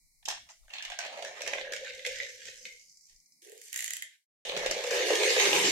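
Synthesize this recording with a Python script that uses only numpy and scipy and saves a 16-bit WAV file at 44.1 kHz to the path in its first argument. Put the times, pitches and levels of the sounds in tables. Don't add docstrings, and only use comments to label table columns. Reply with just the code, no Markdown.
import sys
import numpy as np
from scipy import signal
from scipy.io import wavfile
from scipy.ndimage import uniform_filter1d

SR = 44100
rng = np.random.default_rng(int(sys.argv[2]) if len(sys.argv) > 2 else 0)


def master(y):
    cut = np.clip(np.atleast_2d(y).T, -1, 1)
    pcm = np.round(cut * 32767)
    wavfile.write(sys.argv[1], SR, pcm.astype(np.int16))


N = 251811
TIME = np.arange(N) / SR


def gain_of(db):
    return 10 ** (np.asarray(db) / 20)


def unit_rms(x):
    return x / np.sqrt(np.mean(x ** 2) + 1e-20)


def at_hz(points, hz):
    f, value = np.transpose(points)
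    return np.interp(np.log(hz + 1), np.log(f + 1), value)


def curves(rows):
    s, *columns = np.transpose(rows)
    return [np.interp(TIME, s, column) for column in columns]


def gated_curves(tables, lead_s=.012):
    tables = [[(rows[0][0] - lead_s, *rows[0][1:]), *rows] for rows in tables]
    inside = sum((TIME >= rows[0][0]) * (TIME <= rows[-1][0]) for rows in tables)
    return uniform_filter1d(np.minimum(inside, 1.), 64), curves(sum(tables, []))


def filtered(x, order, hz, kind="band"):
    return signal.sosfilt(signal.butter(order, hz, kind, fs=SR, output="sos"), x)


def colour(x, spectrum, lo_hz, hi_hz, modes=()):
    hz = abs(np.fft.fftfreq(8192, 1 / SR)) + 1
    peaks = sum(gain_of(db) / (1 + (2 * (hz - f) / width) ** 2) for f, width, db in modes)
    edges = np.sqrt((1 + (lo_hz / hz) ** 36) * (1 + (hz / hi_hz) ** 36))
    log_gain = np.log(gain_of(at_hz(spectrum, hz)) * (1 + peaks) / edges + 1e-5)
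    taps = np.fft.ifft(np.exp(log_gain - 1j * signal.hilbert(log_gain).imag)).real[:2048]
    return signal.oaconvolve(x, taps[None] / np.linalg.norm(taps))[:, :N]


def sides(pan_db):
    return gain_of(np.array([pan_db / 2, -pan_db / 2]))


def noise_pair(count, correlation):
    a, b = rng.standard_normal((2, count))
    return np.array([a, correlation * a + np.sqrt(1 - correlation ** 2) * b])


def blows(s, db, pan_db, shake_s=.0037, rise_s=.00037, crack_db=-60):
    out, t = np.zeros((2, N + 3000)), np.arange(3000) / SR
    envelope = np.exp(-t / shake_s) * (1 - np.exp(-t / rise_s))
    for at, level_db, side_db in np.broadcast(s, db, pan_db):
        shake = noise_pair(3000, correlation=.11) * envelope
        shake /= np.sqrt((shake ** 2).sum(1, keepdims=True) / (envelope ** 2).sum()) * envelope.max()
        blow = shake + gain_of(crack_db) * (t == 0)
        out[:, round(at * SR):][:, :3000] += gain_of(level_db) * sides(side_db)[:, None] * blow
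    return out[:, :N]


def rings(s, db, hz, pan_db, t60):
    out, t = np.zeros((2, N + 3000)), np.arange(2000) / SR
    for at, level_db, f, side_db, life in np.broadcast(s, db, hz, pan_db, t60):
        envelope = gain_of(level_db - 60 * t / life) * np.minimum(t * f / .8, 1)
        tone = envelope * np.sin(2 * np.pi * f * t)
        out[:, round(at * SR):][:, :len(t)] += sides(side_db)[:, None] * tone
    return out[:, :N]


# frequency in Hz, relative level in dB.
HISS_SPECTRUM = [(88, -25.5), (150, -22.5), (439, -23.5), (504, -22), (1260, -25), (1690, -36.5),
                 (1980, -11), (2360, -7.5), (2500, -31.5), (3700, -34), (4000, -11), (9080, -9.5),
                 (16000, -20)]

def noise_floor(hiss_db=-70, hum_db=-93, hum_end_s=3.42):
    hiss = colour(rng.standard_normal((2, N)), HISS_SPECTRUM, 120, 17000)
    hum = unit_rms(filtered(hiss[0], 3, [135, 170])) * (TIME < hum_end_s)
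    return gain_of(hiss_db) * hiss + gain_of(hum_db) * hum


# time in seconds, steady level in dB, thud level in dB.
WOBBLE = [
    [(0.0, -85, -91), (0.24, -75, -99), (0.29, -81, -76), (0.48, -85, -85), (0.54, -88, -100),
     (0.82, -89, -83), (0.89, -86, -97), (1.06, -80, -73), (1.28, -94, -72.5), (1.33, -91, -85),
     (1.55, -88, -67.5), (1.7, -72, -76.5), (2.39, -88, -88), (2.47, -87, -73), (2.57, -89, -89),
     (2.67, -84, -73), (2.76, -83, -102), (2.9, -86, -86), (2.96, -88.5, -97.5), (3.2, -91.5, -92.5),
     (3.4, -100, -83.5), (3.42, -101, -97)],
    [(4.45, -90, -72), (4.474, -83.5, -65), (4.502, -75, -79), (4.576, -80, -48.5), (4.62, -73, -61),
     (4.688, -74, -70), (4.702, -75, -61), (4.776, -74, -62), (4.8, -70, -77), (4.884, -74, -73),
     (4.912, -74, -63), (5.004, -74, -90), (5.092, -83, -71), (5.172, -85, -75), (5.218, -79, -64),
     (5.284, -83, -80), (5.322, -87, -76), (5.376, -87, -87), (5.478, -88, -55), (5.508, -89, -55),
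     (5.65, -84, -45), (5.71, -79, -56)],
]
# centre in seconds, deepest band in dB, hum band in dB.
HANDLING = [(0.051, -71, -100), (0.321, -67, -85), (.44, -92, -71), (0.641, -58, -91), (.9, -66.5, -99),
            (1.3, -93, -78), (1.48, -76, -70.5), (1.6, -72, -94), (1.94, -82, -75), (2.13, -73.5, -75),
            (2.21, -79, -69), (2.34, -84, -80), (2.48, -88, -70), (2.6, -70, -94), (2.77, -77, -99),
            (3.141, -70, -88), (3.93, -76, -97), (4.501, -65, -89), (4.62, -60, -84), (4.7, -51, -85),
            (4.97, -67, -94), (5.1, -69, -90), (5.5, -85, -65), (5.7, -67, -76)]

def rumble(thump_s=.044):
    on, (steady_db, thud_db) = gated_curves(WOBBLE)
    s, *thump_db = np.transpose(HANDLING)
    t = TIME[::100]
    swells = gain_of(thump_db) @ np.exp(-((t - s[:, None]) / thump_s) ** 2)
    deep_swell, hum_swell = (np.interp(TIME, t, swell) for swell in swells)
    apart, common = rng.standard_normal((2, N)), rng.standard_normal(N)
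    deep = unit_rms(filtered(apart, 3, [12, 36])) * (gain_of(steady_db) + deep_swell)
    hum = unit_rms(filtered(common + .19 * apart, 3, [50, 110]))
    hum *= gain_of(steady_db - 12.5) + hum_swell
    far, near = (unit_rms(filtered(common + .3 * apart, 4, hz)) for hz in ([148, 320], [142, 223]))
    thud = np.where(TIME < WOBBLE[-1][0][0], far, near)
    return on * (deep * sides(5.8)[:, None] + hum + gain_of(thud_db) * thud)


# time in seconds, then shell, treble and board levels in dB.
ROLL_LEVELS = [
    [(.267, -63, -66, -64), (.295, -44, -66, -60), (.33, -43, -68, -56), (.45, -83, -96, -85),
     (.505, -63.5, -51.5, -64.5), (.585, -102, -99, -90), (.66, -66, -62, -79)],
    [(.69, -65, -68, -73), (.75, -45.5, -53, -70), (.87, -50.5, -85, -62), (.93, -46, -50, -66),
     (.97, -47.5, -90, -56.5), (1.12, -43.5, -56, -45.5), (1.25, -48.5, -51, -47), (1.36, -46, -57, -53),
     (1.47, -43.5, -49.5, -47.5), (1.6, -41.5, -50.5, -48), (1.7, -44, -73, -43.5), (1.81, -50, -52, -47.5),
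     (1.87, -38, -51.5, -50), (2.0, -51.5, -56, -54.5), (2.16, -37.5, -44, -51), (2.38, -58, -53, -61.5),
     (2.47, -49.5, -51.5, -69), (2.62, -63, -51.5, -68), (2.73, -69, -56, -72), (3.0, -102, -61.5, -105),
     (3.12, -70, -62.5, -89), (3.2, -107.5, -72.5, -104), (3.41, -99, -72.5, -97)],
    [(3.43, -63.5, -57, -65), (3.465, -61, -59, -55.5), (3.506, -58.5, -63, -54.5), (3.56, -61.5, -62, -54),
     (3.63, -61, -56, -67.5), (3.67, -59.5, -52.5, -70.5), (3.724, -60, -56, -83), (3.732, -46.5, -52, -75),
     (3.78, -45, -46, -70), (3.84, -49.5, -47, -64), (3.92, -48, -53.5, -69), (4.01, -51, -55.5, -79),
     (4.05, -65.5, -69, -70), (4.14, -55, -69.5, -110), (4.25, -100, -91, -112)],
    [(4.36, -30.5, -41, -52.5), (4.46, -38, -44.5, -48.5), (4.55, -37.5, -50, -39.5),
     (4.63, -34.5, -49, -40.5), (4.75, -36, -44, -40), (4.87, -35.5, -41.5, -35), (4.91, -32.5, -43.5, -33),
     (4.945, -31, -35.5, -26), (4.99, -29, -38, -32.5), (5.04, -30, -40, -33), (5.09, -27.5, -32, -32.5),
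     (5.15, -30.5, -38.5, -32.5), (5.195, -28.5, -34.5, -32.5), (5.225, -26.5, -34, -24),
     (5.27, -28.5, -30, -27.5), (5.34, -28, -33, -34.5), (5.375, -26.5, -31, -30.5),
     (5.41, -22.5, -31, -45), (5.45, -21.5, -27, -34.5), (5.5, -24.5, -32.5, -37.5),
     (5.55, -24.5, -29.5, -32.5), (5.61, -23.5, -31, -33.5), (5.67, -25, -30, -31), (5.71, -28, -29.5, -40)],
]
# start in seconds, finest grit over the treble in dB,
# left over right in dB, ratio of smooth rub to taps.
CONTACT = [(0, -28, -1.5, 0.84), (.68, -15, -3.5, 0.96), (2.3, -12.5, -3, 1.1), (3.42, 0.5, -3, 1.5),
           (4.301, -9.5, -2.5, 1.6), (4.88, -9, -1.5, 5.1)]
# time in seconds, board resonance in Hz, its skirt over
# its core in dB, chassis drone over the shell in dB, hollowness (ring over rattle) in dB.
PLACES = [(.27, 760, 14, -4.5, -7), (.6, 660, 11, 6, -2), (0.749, 640, 27, -6.5, -6),
          (.85, 677, 20, -7, -4), (.95, 713, 15, -10.5, -5), (1.07, 672, 15, -7, -5.5),
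          (1.2, 604, 40.5, -6.5, 1), (1.5, 520, 18, -9, -2), (1.75, 526, -19, -18.5, -2.5),
          (2.0, 508, -14, -34, -2), (2.2, 521, -38, -32, -0.5), (2.45, 480, -27, -34, -4),
          (2.64, 500, -39, -32, 6.5), (2.8, 490, -15, -27, -7), (3.1, 453, -8.5, -11.5, -1.5),
          (3.41, 330, -8.5, -23.5, 2), (3.501, 430, -1.5, -23, -1), (3.72, 448, -7, -21, 2),
          (3.8, 617, 3, -20, -9), (4.3, 624, -14.5, -38, -2), (4.459, 521, 16.5, -12.5, -7.5),
          (4.6, 505, 8, -7.5, 0.5), (4.75, 510, 22, -10.5, -4.5), (4.9, 494, -14, -8, 0),
          (5.06, 437, 17.5, -10, -1.5), (5.22, 434, -1.5, -11.5, -2), (5.4, 451, -5.5, -13.5, 0),
          (5.48, 385, 28, -11.5, -3.5), (5.57, 366, 30, -11, -2), (5.67, 318, 20, -12, -0.5)]

def rolling():
    car = {}
    car["on"], (car["shell_db"], car["treble_db"], car["board_db"]) = gated_curves(ROLL_LEVELS)
    start, *contact = np.transpose(CONTACT)
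    stretch = np.searchsorted(start, TIME, "right") - 1
    car["fine_db"], car["pan_db"], car["smooth"] = (column[stretch] for column in contact)
    car["board_hz"], car["skirt_db"], car["drone_db"], car["hollow_db"] = curves(PLACES)
    return car


def grit(per_s, spread_db, smooth, decay_s=.0018):
    taps = gain_of(spread_db * np.minimum(rng.exponential(1, N), 2.5)) * (rng.random(N) < per_s / SR)
    chatter = signal.lfilter([1], [1, -np.exp(-1 / (decay_s * SR))], taps)
    envelope = (smooth + unit_rms(chatter)) / np.sqrt(smooth ** 2 + smooth + 1)
    return unit_rms(envelope * noise_pair(N, correlation=.13))


def settling(s, db, settle_s, share_db=-12):
    out, t = np.zeros(N + 9000), np.arange(9000) / SR
    for at, level_db, tau in zip(s, db, settle_s):
        out[round(at * SR):][:9000] += gain_of(level_db + share_db) * np.exp(-t / tau)
    return out[:N]


def wander(depth_db=1.5, per_s=30):
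    return gain_of(depth_db * np.interp(TIME * per_s, np.arange(600), rng.standard_normal(600)))


def rocking_panels(x, depth_db=3, patch_hz=260, patch_s=.06):
    hz, t, spectrum = signal.stft(x, SR, nperseg=512, noverlap=384)
    patches = rng.standard_normal((len(t), len(hz))).T
    patches = uniform_filter1d(patches, round(patch_hz / hz[1]), axis=0)
    patches = uniform_filter1d(patches, round(patch_s / t[1]), axis=1)
    gain = unit_rms(gain_of(depth_db * unit_rms(patches)))
    return signal.istft(spectrum * gain, SR, nperseg=512, noverlap=384)[1][:, :N]


# start in seconds, shell level in dB, treble and boards over it in dB each,
# hollowness in dB, settling time in seconds.
JOLTS = [(0.227, -51, -23, -16, -2, 0.026), (0.254, -47, 11.5, -42, 0, 0.0089),
         (0.2572, -41.5, 6, -49, -10, 0.014), (0.2784, -39, -19, -10, -10, 0.022),
         (0.2843, -29.5, 5, -15, 4, 0.014), (0.3008, -36, -13, -30, -7, 0.011),
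         (0.3102, -30.5, -3.5, -17.5, 2.5, 0.011), (0.3237, -38, -28, -29, 21, 0.036),
         (0.4895, -42, -11.5, -31, 3, 0.013), (0.6806, -58, -28, -28, 14, 0.02),
         (0.705, -43, -15, -16, 5, 0.041), (0.7354, -32.5, -11, -19, 2, 0.015),
         (0.7534, -36, -17, -13, -2, 0.01), (0.783, -37.5, -11, -42, -11, 0.012),
         (0.807, -44, -23, -33, 11, 0.0091), (0.8241, -35.5, -2.5, -38, 13, 0.017),
         (0.85, -29.5, -8.5, -32, 0, 0.02), (0.9, -32, -8.5, -10, 1, 0.014),
         (0.919, -35, -13, -9, 5.5, 0.011), (0.941, -39, -14, -19.5, 6, 0.012),
         (0.9882, -27.5, -4, -10, 9, 0.026), (1.004, -29, -23, -19, 6, 0.012),
         (1.027, -33, -26, -5, -2, 0.012), (1.049, -31.5, -12, -4.5, 12, 0.0082),
         (1.063, -43, -1, -10, -4, 0.0062), (1.17, -39, -23, -5, 7, 0.0071),
         (1.193, -52, -23, 11, 7, 0.011), (1.2236, -32.5, -8, -9, -5, 0.0088),
         (1.2476, -37, -6.5, -12, 16, 0.031), (1.4063, -33.5, -11, -1.5, -6, 0.0073),
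         (1.4182, -29.5, -3.5, -43, 6, 0.017), (1.463, -33, -8, -13, 7, 0.012),
         (1.4757, -25.5, -6.5, -25, 8, 0.0058), (1.5336, -20.5, -17, -23, 16, 0.016),
         (1.5494, -36, -10, 4, -3, 0.019), (1.573, -36, -18, -13, 1, 0.012),
         (1.5823, -24, -27, -12, 6, 0.012), (1.6108, -32.5, -15, -6, -13, 0.0087),
         (1.7217, -32, -1.5, -18, 3, 0.02), (1.7345, -26.5, -6, -8, 7, 0.013),
         (1.763, -28.5, -8.5, -17, 10, 0.0083), (1.8466, -40, -9, -19, 20, 0.022),
         (1.871, -44, -12, -28, 5, 0.01), (1.905, -44, -35, -13, 7, 0.012),
         (1.948, -65, 19.5, -21, 3, 0.017), (1.992, -40, -11, -26, -5, 0.011),
         (2.0498, -26, -12, -8.5, 4, 0.018), (2.0634, -28.5, -4, -1.5, 1, 0.028),
         (2.2009, -22, -48, -21, 1, 0.043), (2.416, -39, -19, -59, 15, 0.047),
         (2.454, -40, -6, -10, 7, 0.041), (2.4831, -38.5, -7, -3.5, -3, 0.015),
         (2.6525, -33, -8, -17, -7, 0.011), (2.669, -43, -3, -17, 1, 0.011),
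         (3.0954, -71, -2, -18, 9.5, 0.023), (4.495, -28, -18, -5, -13, 0.0068),
         (4.565, -24, -11.5, -3, -6, 0.0089), (4.5727, -30, -1.5, -18, 13, 0.039),
         (4.6603, -26, -3, -0.5, -4, 0.0066), (4.7107, -25.5, 3.5, 1.5, 17, 0.0049),
         (4.838, -32.5, -4.5, -30, -5, 0.015), (4.9082, -29, 0, -11, 20, 0.011),
         (5.1034, -24, -22, 4, 12, 0.013), (5.132, -19.5, -13, -8, 7, 0.016),
         (5.153, -25, -2, -8, 3, 0.015), (5.2325, -26.5, -4.5, -3, -14, 0.012),
         (5.3028, -26.5, -2, 3, 9, 0.012), (5.3636, -25.5, -11, 10, -5, 0.015),
         (5.3975, -17, -8, -3.5, -4, 0.036), (5.4526, -19.5, -18, -14, -9, 0.0068),
         (5.471, -26, -21, -2, -2, 0.0074), (5.5289, -22, -7, -30, -13, 0.02),
         (5.56, -29, -5, -17, -4, 0.01), (5.652, -23, -9, -12, -2, 0.013)]
# frequency in Hz, relative level in dB.
BODY_SPECTRUM = [(410, -38), (700, 5.5), (1110, 0), (2220, -9.5), (3070, -6.5), (3740, -7.5), (4670, -1.5),
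                 (6230, -1.5), (9730, -21), (12200, -20.5), (14800, -37.5), (15400, -31.5), (16000, -61.5)]
# frequency in Hz, width in Hz, strength in dB.
SHELL_MODES = [(1860, 88, -12), (2179, 56, -1.5), (2580, 34, -8), (2850, 45, -7), (3650, 45, -6),
               (4307, 250, 7.5), (5950, 92, -6.5), (7350, 800, 1)]

def car_body(car, treble_lean=.34, scatter_db=3):
    s, hit_db, bright_db, weight_db, hollow_db, settle_s = np.transpose(JOLTS)
    at = (s * SR).astype(int)
    shell_db, treble_db = car["shell_db"], car["treble_db"]
    side_db = car["pan_db"][at] - scatter_db * rng.standard_normal(len(s))
    tilt_db = (car["hollow_db"][at] + hollow_db) / 2
    ring_db = shell_db - 5.5 + car["hollow_db"] / 2
    rattle_db = shell_db - 4 - car["hollow_db"] / 2 + treble_lean * (treble_db - shell_db)
    drone_bump_db = .81 * car["drone_db"][at] + .55 * weight_db - .5
    # rolling level in dB, share of a bump in dB, band edges in Hz, resonances.
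    parts = [(ring_db, tilt_db - 9.5, 1585, 2508, SHELL_MODES),
             (rattle_db, treble_lean * bright_db - tilt_db - 3, 2364, 3910, SHELL_MODES),
             (treble_db, bright_db + .5, 4800, 8840, SHELL_MODES),
             (treble_db + car["fine_db"], bright_db - 11.5, 8190, 25750, ()),
             (shell_db + car["drone_db"], drone_bump_db, 756, 1500, ())]
    drive = car["on"] * sides(car["pan_db"]) * grit(per_s=220, spread_db=3.5, smooth=car["smooth"])
    bumps = roll = 0
    for roll_db, share_db, *band in parts:
        peak_db = hit_db + share_db
        shake = (gain_of(roll_db) + settling(s, peak_db, settle_s)) * wander() * drive
        roll += colour(shake, BODY_SPECTRUM, *band)
        bumps += colour(blows(s, peak_db, side_db, crack_db=9.5), BODY_SPECTRUM, *band)
    return bumps + rocking_panels(roll)


# natural frequency in Hz, relative level in dB.
LOOSE_PARTS = [(1620, 0.5), (1800, -1.5), (2050, 0), (2300, -0.5), (2650, 0), (2900, -2.5), (3350, -3.5),
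               (3750, -3), (4300, 0), (5200, -8), (6000, -7.5)]

def loose_parts(car, per_s=200, per_bump=3):
    at = np.flatnonzero((rng.random(N) < per_s / SR) & (car["on"] > .5))
    bump_s, bump_db = np.repeat(np.array(JOLTS)[:, :2], per_bump, axis=0).T
    s = np.r_[at / SR, bump_s]
    pick, detune, softness, side, late = rng.random((len(s), 5)).T
    hz, part_db = np.array(LOOSE_PARTS)[(pick * len(LOOSE_PARTS)).astype(int)].T
    spread_db = -.5 * (1 + np.log(softness + .074))
    db = np.r_[car["shell_db"][at] + 2.5, bump_db - 5] + part_db + spread_db
    pan_db = car["pan_db"][(s * SR).astype(int)] + 8 * (side - .5)
    return rings(s + .003 * late, db, hz * (1 + .08 * detune), pan_db, t60=.017)


def cabin(x, car, lo_hz=1980, hi_hz=2350, t60=.38):
    t = np.arange(SR // 2) / SR
    hum = filtered(rng.standard_normal((2, len(t))) * gain_of(-60 * t / t60), 3, [lo_hz, hi_hz])
    hum *= np.sqrt(2 * (hi_hz - lo_hz) / SR) / np.linalg.norm(hum[0])
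    return signal.fftconvolve(x * gain_of(.5 + car["hollow_db"]), hum, axes=1)[:, :N]


def resonate(x, hz, width_hz):
    carrier = np.exp(2j * np.pi * np.cumsum(hz) / SR)
    for width in (width_hz, width_hz, 1.19 * width_hz):
        pole = np.exp(-np.pi * width / SR)
        x = 2 * (carrier * signal.lfilter([1 - pole], [1, -pole], x / carrier + 1e-18)).real
    return x * np.sqrt(SR / (1.92 * width_hz))


def boards(car):
    s, hit_db, _, weight_db, _, settle_s = np.transpose(JOLTS)
    peak_db = hit_db + weight_db + .5
    envelope = (gain_of(car["board_db"]) + settling(s, peak_db, settle_s)) * car["on"]
    push = envelope * grit(per_s=91, spread_db=3, smooth=2.7)[0] + blows(s, peak_db - 5.5, 0)[0]
    core = resonate(push, car["board_hz"], width_hz=120)
    skirt = resonate(push, car["board_hz"], width_hz=330)
    ring = (core + gain_of(car["skirt_db"]) * skirt) / (1 + gain_of(car["skirt_db"]))
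    band = signal.butter(4, [295, 980], "band", fs=SR, output="sos")
    return signal.sosfiltfilt(band, ring) * sides(.34 * car["pan_db"])


# frequency in Hz, reverberation time in seconds.
ROOM_T60 = [(300, 0.2), (1000, 0.073), (1600, 0.38), (2150, 0.18), (3000, 0.4), (8000, 0.3), (15000, 0.085)]

def room(x):
    taps = np.zeros((2, SR // 2))
    at = np.arange(200, SR // 2 - 20, 20) + rng.integers(0, 20, (2, (SR // 2 - 201) // 20))
    np.put_along_axis(taps, at, rng.choice([-1., 1.], at.shape), 1)
    hz, t, spectrum = signal.stft(taps, SR, nperseg=256)
    decay = gain_of(-60 * t / at_hz(ROOM_T60, hz)[:, None])
    tail = signal.istft(spectrum * decay, SR, nperseg=256)[1]
    return signal.fftconvolve(x.mean(0)[None], tail / np.linalg.norm(tail[0]), axes=1)[:, :N]


def struck(table, car):
    s, db, hz, t60 = np.transpose(table)
    return rings(s, db, hz, car["pan_db"][(s * SR).astype(int)] / 2, t60)


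# start in seconds, level in dB, pitch in Hz, 60 dB decay time in seconds.
WHEEL_DROPS = [(.2792, -28, 855, .012), (.2846, -24, 840, 0.014), (.3008, -33.5, 716, 0.014),
               (.3108, -27.5, 915, .011), (.324, -37, 773, .02), (.899, -41, 910, 0.023),
               (.987, -44, 680, .03), (1.06, -32.5, 645, 0.033), (1.19, -32, 680, 0.022),
               (1.407, -44, 566, .018), (1.418, -43, 580, .025), (1.531, -26.5, 611, 0.023),
               (1.557, -31, 580, 0.028), (1.581, -33, 605, 0.026), (1.611, -33, 580, 0.023),
               (1.72, -33, 487, 0.033), (2.064, -39, 550, 0.038), (2.199, -49, 530, .025),
               (2.481, -45, 496, .025), (4.495, -25.5, 495, .018), (4.571, -23.5, 494, 0.028),
               (4.66, -21.5, 473, 0.025), (4.71, -23, 507, .02), (4.837, -32, 450, .025),
               (4.908, -27, 517, .02), (5.102, -16, 580, 0.029), (5.232, -24.5, 454, 0.043),
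               (5.301, -29, 460, .02), (5.363, -29, 466, .025), (5.398, -26, 800, 0.017)]

def wheel_knocks(car):
    return filtered(struck(WHEEL_DROPS, car), 3, 330, "high")


# start in seconds, level in dB, pitch in Hz, 60 dB decay time in seconds.
PANEL_CLACKS = [(0.6809, -47, 1580, 0.03), (0.7028, -38, 2760, 0.03), (0.7372, -30, 2590, 0.041),
                (0.7554, -41, 3690, 0.026), (0.7836, -41, 3500, 0.03), (0.8056, -32, 1720, 0.037),
                (0.8239, -29, 2850, 0.03), (0.8495, -32, 2850, 0.027), (0.9004, -35, 3360, 0.03),
                (0.9173, -31.5, 1614, 0.036), (0.9388, -41, 4060, 0.03), (0.9882, -30, 1534, 0.071),
                (1.0495, -37, 2850, 0.033), (1.2231, -41, 3660, 0.03), (1.2469, -36, 3270, 0.03),
                (1.2705, -37, 1780, 0.046), (1.4192, -31, 2560, 0.026), (1.4426, -42, 2520, 0.03),
                (1.4611, -29, 2170, 0.023), (1.4749, -27.5, 2650, 0.03), (1.5334, -26, 1790, 0.036),
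                (1.5823, -26, 2030, 0.033), (1.6112, -33, 1750, 0.027), (1.6487, -34, 1690, 0.033),
                (1.6761, -29.5, 1690, 0.03), (1.725, -25, 1720, 0.021), (1.7345, -24, 1677, 0.026),
                (1.7539, -29, 2215, 0.033), (1.8467, -36, 1570, 0.034), (1.8696, -32, 1560, 0.046),
                (1.9061, -32.5, 2160, 0.03), (1.9939, -36, 2030, 0.03), (2.0492, -20.5, 2080, 0.023),
                (2.2009, -21.5, 2020, 0.031), (2.2662, -34.5, 1800, 0.033), (2.4828, -35.5, 1860, 0.038),
                (2.6534, -29.5, 2160, 0.027), (4.0223, -29, 2050, 0.03), (4.4957, -25, 2390, 0.028),
                (4.565, -25, 3340, 0.027), (4.6608, -26, 3740, 0.03), (4.7097, -29, 1730, 0.027),
                (5.023, -28.5, 2050, 0.033), (5.1327, -26, 3700, 0.03), (5.1527, -21, 3290, 0.033),
                (5.2011, -25, 2530, 0.03), (5.219, -25, 2470, 0.03), (5.2335, -19, 2210, 0.03),
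                (5.2784, -20.5, 1790, 0.021), (5.3028, -21.5, 1970, 0.022), (5.3637, -22, 3750, 0.04),
                (5.3971, -24, 3810, 0.03), (5.4524, -16.5, 2180, 0.064), (5.5298, -16.5, 2880, 0.028)]

def panel_clacks(car):
    return struck(PANEL_CLACKS, car)


WHEEL_TICKS = [2.795, 2.896, 2.971, 3.009, 3.054, 3.096, 3.161, 3.2, 3.259, 3.321]

def wheel_ticks(first_db=-49.5, fade_db_per_s=11):
    s = np.array(WHEEL_TICKS)
    ticks = blows(s, first_db - fade_db_per_s * (s - s[0]), 0, crack_db=8)
    return colour(ticks, BODY_SPECTRUM, 4800, 8840, SHELL_MODES)


# start in seconds, tick level in dB, offset for the shell's share in dB.
TEETH = [(3.472, -52, -10), (3.496, -46.5, -15), (3.5188, -45, -11), (3.5773, -46, -14), (3.616, -42, -14),
         (3.7288, -29.5, -10.5), (3.7421, -32.5, -7), (3.76, -25.5, -9), (3.7754, -29, -12),
         (3.7908, -30, -6.5), (3.8052, -29.5, -7.5), (3.8234, -31, -7.5), (3.8427, -26.5, -8.5),
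         (3.8603, -31.5, -10), (3.8786, -31, -7.5), (3.906, -27.5, -8), (3.9344, -26, -12),
         (3.9673, -30.5, -8.5), (4.0228, -30.5, -6)]
# frequency in Hz, relative level in dB.
PAWL_SPECTRUM = [(710, -52.5), (1200, -13.5), (1950, 1.5), (2650, 0), (3110, 3.5), (5180, -12),
                 (7250, -1.5), (8260, -6.5), (11300, -9), (14700, -14.5), (16000, -14)]
# frequency in Hz, width in Hz, strength in dB.
PAWL_MODES = [(1983, 270, 8.5), (6900, 1100, -2.5), (11400, 1500, -3.5)]

def ratchet(pan_db=-5, shell_hz=1990):
    s, tick_db, offset_db = np.transpose(TEETH)
    shell_db = tick_db + offset_db
    hz = shell_hz * rng.uniform(.894, 1.05, len(s))
    out = rings(s + .0012, shell_db - 7, hz, pan_db, t60=.018)
    tick, knock, top = (tick_db, 4500, 9000), (shell_db + 6.5, 1050, 4500), (tick_db - 4, 9000, 17000)
    for db, lo_hz, hi_hz in (tick, knock, top):
        clicks = blows(s, db, pan_db, shake_s=.0017, crack_db=11.5)
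        out += colour(clicks, PAWL_SPECTRUM, lo_hz, hi_hz, PAWL_MODES)
    return out


def scene():
    car = rolling()
    clatter = filtered(loose_parts(car) + panel_clacks(car), 6, 1480, "high")
    toy = car_body(car) + clatter + wheel_ticks() + ratchet()
    floor = boards(car) + wheel_knocks(car)
    toy += cabin(toy, car)
    reverberation = room(gain_of(-7.5) * toy + gain_of(-4) * floor)
    return gain_of(-3.5) * toy + floor + reverberation + noise_floor() + rumble()


# frequency in Hz, level per bin in dB.
THRESHOLD = [(150, -90), (300, -47), (1000, -66.5), (1420, -41), (1560, -47), (2200, -58), (3200, -41.5),
             (4000, -64)]

def suppressor(x, floor_db=-16):
    hz, _, spectrum = signal.stft(x, SR, nperseg=1024, noverlap=768)
    power = (abs(spectrum * 512) ** 2).mean(0)
    power = uniform_filter1d(uniform_filter1d(power, 5, axis=0), 3, axis=1)
    threshold = gain_of(at_hz(THRESHOLD, hz))[:, None] ** 2
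    gain = np.maximum(power / (power + threshold), gain_of(floor_db))
    return signal.istft(spectrum * gain, SR, nperseg=1024, noverlap=768)[1][:, :N]


# time in seconds, delay in samples.
LEFT_LAG = [(0, 7), (1.3, 6), (1.6, 0), (2.9, 0), (3.1, 18), (4.4, 17), (4.45, 8), (5.0, -1), (5.71, -2)]
# time in seconds, gain in dB.
FADE = [(0, 0), (4.05, 0), (4.15, -4), (4.24, -14), (4.3, -70), (4.4503, -90), (4.4508, 0), (5.71, 0)]

def record(dry, edge_hz=15900):
    delayed = np.arange(N) - np.round(curves(LEFT_LAG)[0]).astype(int)
    microphones = np.array([dry[0][np.clip(delayed, 0, N - 1)], dry[1]])
    faded = suppressor(microphones) * gain_of(curves(FADE)[0])
    low_pass = signal.firwin(511, edge_hz, window=("kaiser", 9), fs=SR)
    return signal.oaconvolve(faded, low_pass[None], "same")


dry = scene()
out = record(dry)
master(out)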